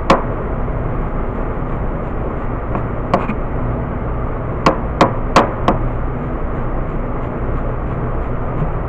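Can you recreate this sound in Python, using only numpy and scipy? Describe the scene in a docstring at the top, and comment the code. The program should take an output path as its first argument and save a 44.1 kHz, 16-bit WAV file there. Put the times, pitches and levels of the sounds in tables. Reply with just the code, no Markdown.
"""Dicing tomatoes under the hood

A chef's knife works on a plastic board in a restaurant kitchen, under a roaring extractor hood.
Hard chops ring the board and the counter and overload a small, dull microphone on the same counter.
Lighter strokes squelch through the flesh with a faint tap; once the blade scrapes across the board."""
import sys
import numpy as np
from scipy import signal
from scipy.fft import rfft, irfft
from scipy.io import wavfile

SR = 44100
rng = np.random.default_rng(int(sys.argv[2]) if len(sys.argv) > 2 else 0)


def transcribe(u):
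    """Save the signal u as a 16-bit wav file named by the first command-line argument.

    u: samples, shape (n,) or (channels, n), limited to [-1, 1]; the rate is SR.
    q: integer samples, one column per channel.
    """
    v = np.clip(np.atleast_2d(u).T, -1, 1)
    q = np.round(v * 32767).astype(np.int16)
    wavfile.write(sys.argv[1], SR, q)


N = 391608

# rumble of air in the duct: (frequency [Hz], relative level [dB])
DUCT_RUMBLE = [(8, 0.5), (20, -5.5), (45, 2.5), (75, -4), (110, -1.5), (200, -8), (290, -8.5), (420, -8),
               (540, -9), (680, -12), (780, -15), (950, -16), (1200, -13.5), (1400, -19.5)]
# rush of air through the hood's filters: (frequency [Hz], relative level [dB])
AIR_RUSH = [(710, -30), (1200, 5.5), (1520, -8.5), (1600, -9), (1740, -13.5), (1840, -11.5), (2150, -13.5),
            (2670, -24), (3040, -28.5), (3640, -40.5), (5020, -55), (7330, -49.5), (8570, -61),
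            (11100, -93.5), (18900, -120)]
# fan and motor tones: (frequency [Hz], width [Hz], level [dB])
FAN_TONES = [(28, 5, -23), (57.7, 4, -30), (120.1, 3, -28.7), (154, 3, -34.5), (230, 8, -39),
             (247.5, 2, -35), (643.5, 6, -42), (841, 14, -45), (1225, 20, -47), (1548, 2, -55),
             (1899.7, 2, -54.5)]
# knife meets board: (time [s], force [dB], contact time [ms], thud level [dB], thud pitch [Hz])
CHOPS = [(0.0994, 2, 0.31, -19, 167), (2.7510, -9, 0.72, -10.5, 195), (3.1364, -1, 0.59, -4.5, 191),
         (3.291, -11, 1.8, -7.5, 214.5), (4.6630, -1.5, 0.31, -14, 169), (5.0088, 3.5, 0.41, -9, 171),
         (5.3610, 4, 0.21, -6, 173), (5.6809, -1, 0.48, -3, 201), (8.614, -11, 2.7, -6, 150)]
# ring of board and counter: (frequency [Hz], relative level [dB], t60 [s])
BOARD_MODES = [(160.2, -10, 0.1), (199, -14, .13), (239, -10, 0.18), (306.5, -9, 0.15),
               (367.6, -10.5, 0.16), (405, -19, 0.18), (461, -11, .13), (537, -4.5, 0.14),
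               (585, -16, 0.033), (689, -11.5, 0.18), (738, -9.5, .09), (877.4, -10.5, 0.12),
               (956, -16.5, 0.076), (1005, -11, 0.22), (1100, -12, .16), (1179.4, -6, 0.095),
               (1320, -10, 0.074), (1426, -19, 0.068), (1623, -17, 0.091), (2050, -19.5, 0.05),
               (2553, -12, 0.041)]
# ring of the steel blade: (frequency [Hz], relative level [dB], t60 [s])
BLADE_MODES = [(1180, 4, 0.045), (2190, 17, 0.016), (2443, 15.5, 0.029), (2620, -10.5, .04),
               (2960, -10.5, 0.027), (4200, -20.5, .03), (6550, -22.5, 0.032), (7670, -25.5, 0.034)]
# ping of the edge on bare board: (frequency [Hz], relative level [dB], t60 [s])
EDGE_MODES = [(2740, -5.5, .022), (4856, -7.5, 0.019), (6890, -11.5, .008)]
# colour of a blow's crack: (frequency [Hz], relative level [dB])
CRACK_EQ = [(150, -22.5), (700, 6), (1200, -17.5), (1700, -5), (2650, 2), (3600, -23.5), (5200, -34.5),
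            (7500, -30), (9000, -68.5)]
# colour of counter rattle and wall echoes: (frequency [Hz], relative level [dB])
KITCHEN_EQ = [(100, -23), (200, -9.5), (550, -0.5), (800, -4.5), (1100, -1), (1600, -12.5), (2400, -19.5),
              (3500, -37.5), (5000, -61.5)]
# runs of light slicing: (first stroke [s], last stroke [s], spacing [s], peak effort [dB])
SLICING_RUNS = [(.68, 2.78, .348, -1), (5.915, 8.602, .333, 1.5)]
# colour of the tomato's squelch: (frequency [Hz], relative level [dB])
FLESH_EQ = [(200, 12), (1100, 29.5), (1700, 27.5), (2300, 23.5), (3300, 10), (4300, -1.5), (5400, -11),
            (7000, -1.5), (8000, -5), (9000, -41.5)]
# the scrape's two swells: (centre time [s], length [s], level [dB], relative blade ring [dB])
SCRAPE_SWELLS = [(3.222, 0.08, -23.5, -10), (3.298, 0.026, -23.5, 0)]
# colour of the edge dragging on plastic: (frequency [Hz], relative level [dB])
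DRAG_EQ = [(150, -19), (700, 0), (1150, 10.5), (1700, -7.5), (2700, -10), (3600, -26), (5400, -42),
           (7900, -35), (9000, -70)]
# dull top end after the amplifier: (frequency [Hz], gain [dB])
OUTPUT_EQ = [(2500, -1), (4000, -1), (6500, -1), (8200, -1), (9200, -12.5), (16000, -7.5)]


def undb(db):
    """Decibels to gain."""
    return 10 ** (np.asarray(db) / 20)


def unit(x):
    """Scale to rms 1."""
    return x / np.sqrt(np.mean(x ** 2))


def gains(eq, hz):
    """Read an EQ curve as gains, on a log-frequency axis."""
    points_hz, db = np.transpose(eq)
    return undb(np.interp(np.log(np.maximum(hz, 1)), np.log(points_hz), db))


def colour(x, eq, size=4096):
    """Shape a sound with a minimum-phase EQ of unit energy."""
    cepstrum = irfft(np.log(gains(eq, np.fft.rfftfreq(size, 1 / SR))))
    cepstrum[1:size // 2] *= 2
    cepstrum[size // 2 + 1:] = 0
    response = irfft(np.exp(rfft(cepstrum)))
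    return signal.fftconvolve(x, response / np.linalg.norm(response))[:len(x)]


def noise(gain):
    """Steady noise of rms 1, shaped by a gain at each frequency."""
    return unit(irfft(rfft(rng.standard_normal(N)) * gain, N))


def fade(t, t60):
    """Decay by 60 dB every t60 seconds."""
    return np.exp(-np.log(1000) * t / t60)


def ring(modes, t, detune=1):
    """Decaying modes; neighbours move the surface in opposite directions."""
    detune = np.broadcast_to(detune, len(modes))
    return sum((-1) ** k * undb(db) * fade(t, t60) * np.sin(2 * np.pi * hz * detune[k] * t)
               for k, (hz, db, t60) in enumerate(modes))


def add(out, start_s, x):
    """Mix a sound in at the given time."""
    i = max(int(start_s * SR), 0)
    out[i:i + len(x)] += x[:len(out) - i]


def swell(centre_s, length_s):
    """Bell-shaped envelope for one pass of the blade."""
    return np.exp(-(2 * (np.arange(N) / SR - centre_s) / length_s) ** 2)


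def grains(per_s, spread_db):
    """Dense tiny clicks of uneven size."""
    present = rng.random(N) < per_s / SR
    polarity = rng.choice([-1, 1], N)
    size = undb(spread_db * np.minimum(rng.exponential(size=N), 4))
    return unit(present * polarity * size)


def hood(rumble_db=-21.5, rush_db=-40, crossover_hz=1400, flutter_db=0.47, waver=0.42):
    """Air rumbles in the duct and rushes through the filters; fan and motor add unsteady tones."""
    hz = np.fft.rfftfreq(N, 1 / SR)
    rumble = undb(rumble_db) * noise(gains(DUCT_RUMBLE, hz) * (hz < crossover_hz))
    rush = undb(rush_db) * noise(gains(AIR_RUSH, hz) * (hz >= crossover_hz))
    turbulence = undb(flutter_db * noise(np.exp(-hz / 6)))
    tones = 0
    for centre_hz, width_hz, db in FAN_TONES:
        # pitch and level wander, faster for the broad tones
        slow = np.exp(-hz / width_hz)
        pitch_hz = centre_hz + width_hz / 2 * noise(slow)
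        phase = 2 * np.pi * np.cumsum(pitch_hz) / SR
        tones += undb(db) * unit((1 + waver * noise(slow)) * np.sin(phase))
    return (rumble + rush) * turbulence + tones


def knock(t, contact_ms, crisp_ms=0.34, bare_board_ms=0.41, spot_hz=1100):
    """One blow rings the spot under the edge, the blade, the board and counter; the kitchen answers."""
    # every blow lands on a slightly different place
    detune = 1 + 0.013 * rng.standard_normal(len(BOARD_MODES))
    board = undb(2.5) * ring(BOARD_MODES, t, detune)
    spot = undb(11) * fade(t, t60=0.017) * np.sin(2 * np.pi * spot_hz * t)
    steel = undb(-24) * ring(BLADE_MODES, t)
    crack = colour(rng.standard_normal(len(t)) * fade(t, t60=0.04), CRACK_EQ)
    rattle = undb(-5) * fade(t, t60=0.16)
    wall_echoes = undb(-15) * fade(t, t60=0.56)
    tail = (rattle + wall_echoes) * (1 - np.exp(-t / 0.008))
    kitchen = colour(rng.standard_normal(len(t)) * tail, KITCHEN_EQ)
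    # a crisp blow shakes the whole counter; each doubling of the contact time passes less on
    cushion_db = -6 * max(np.log2(contact_ms / crisp_ms), 0)
    response = spot + steel + crack + undb(cushion_db) * (board + kitchen)
    # flesh under the edge stretches the push and dulls the knock
    push = t * np.exp(-t / (contact_ms / 1000 / 4))
    ping = ring(EDGE_MODES, t) if contact_ms < bare_board_ms else 0
    return signal.fftconvolve(response, push / push.sum())[:len(t)] + ping


def chops():
    """The knife knocks on the board, which thuds on the counter under the weight of the hand."""
    out, t = np.zeros(N), np.arange(SR // 2) / SR
    thud_envelope = fade(t, t60=0.13) * (1 - np.exp(-t / 0.0023))
    for time, force_db, contact_ms, thud_db, thud_hz in CHOPS:
        thud = thud_envelope * np.sin(2 * np.pi * thud_hz * t)
        add(out, time, undb(force_db) * knock(t, contact_ms) + undb(thud_db) * thud)
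    return out


def light_strokes(peak_after_s=1.25, build_db_per_s=8, ease_db_per_s=3.5, finish_db=2):
    """Evenly paced strokes build, ease off and end on a firm one: (time [s], effort [dB])."""
    strokes = []
    for first, last, spacing, peak_db in SLICING_RUNS:
        for time in np.arange(first, last - spacing / 2, spacing):
            past_peak = time - first - peak_after_s
            strokes.append((time, peak_db + min(build_db_per_s * past_peak, -ease_db_per_s * past_peak)))
        strokes.append((last, peak_db + finish_db))
    return strokes


def slices(squelch_db=-39, tap_db=-24.5, stroke_s=0.08):
    """Skin and wet cells burst along the edge in a soft squelch; the knife barely taps the board."""
    taps, pressure, t = np.zeros(N), np.zeros(N), np.arange(SR // 2) / SR
    for time, effort_db in light_strokes():
        add(taps, time, undb(tap_db + effort_db) * knock(t, contact_ms=0.58))
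        # 6 dB more effort gets through the tomato in half the time
        pressure += undb(effort_db) * swell(time, stroke_s * 2 ** (-effort_db / 6))
    bursts = grains(per_s=1200, spread_db=2.5)
    return taps + undb(squelch_db) * colour(pressure * bursts, FLESH_EQ)


def scrape():
    """The edge sticks and slips over the board, which sets the blade ringing."""
    out, t = np.zeros(N), np.arange(SR // 8) / SR
    steel = ring(BLADE_MODES, t)
    steel /= np.linalg.norm(steel)
    for centre_s, length_s, db, ring_db in SCRAPE_SWELLS:
        slips = undb(db) * swell(centre_s, length_s) * grains(per_s=4600, spread_db=4.5)
        out += colour(slips, DRAG_EQ) + undb(ring_db) * signal.fftconvolve(slips, steel)[:N]
    return out


def scene():
    """Knife work over the steady bed of the hood, in mono."""
    return (chops() + slices() + scrape() + hood())[None]


def record(dry, ceiling=0.76, high_cut_hz=16300):
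    """The microphone's amplifier clips the hard chops; the top end is dulled and cut."""
    margin = 4096
    padded = np.pad(dry[0], margin, "reflect", reflect_type="odd")
    size = len(padded)
    # clip at twice the rate to keep the overtones from folding back
    oversampled = signal.resample_poly(padded, 2, 1, window=("kaiser", 12))
    clipped = signal.resample_poly(np.clip(oversampled, -ceiling, ceiling), 1, 2)
    dulled = irfft(rfft(clipped) * gains(OUTPUT_EQ, np.fft.rfftfreq(size, 1 / SR)), size)
    high_cut = signal.ellip(8, 0.1, 80, high_cut_hz, fs=SR, output="sos")
    return signal.sosfilt(high_cut, dulled)[None, margin:-margin]


dry = scene()
out = record(dry)
transcribe(out)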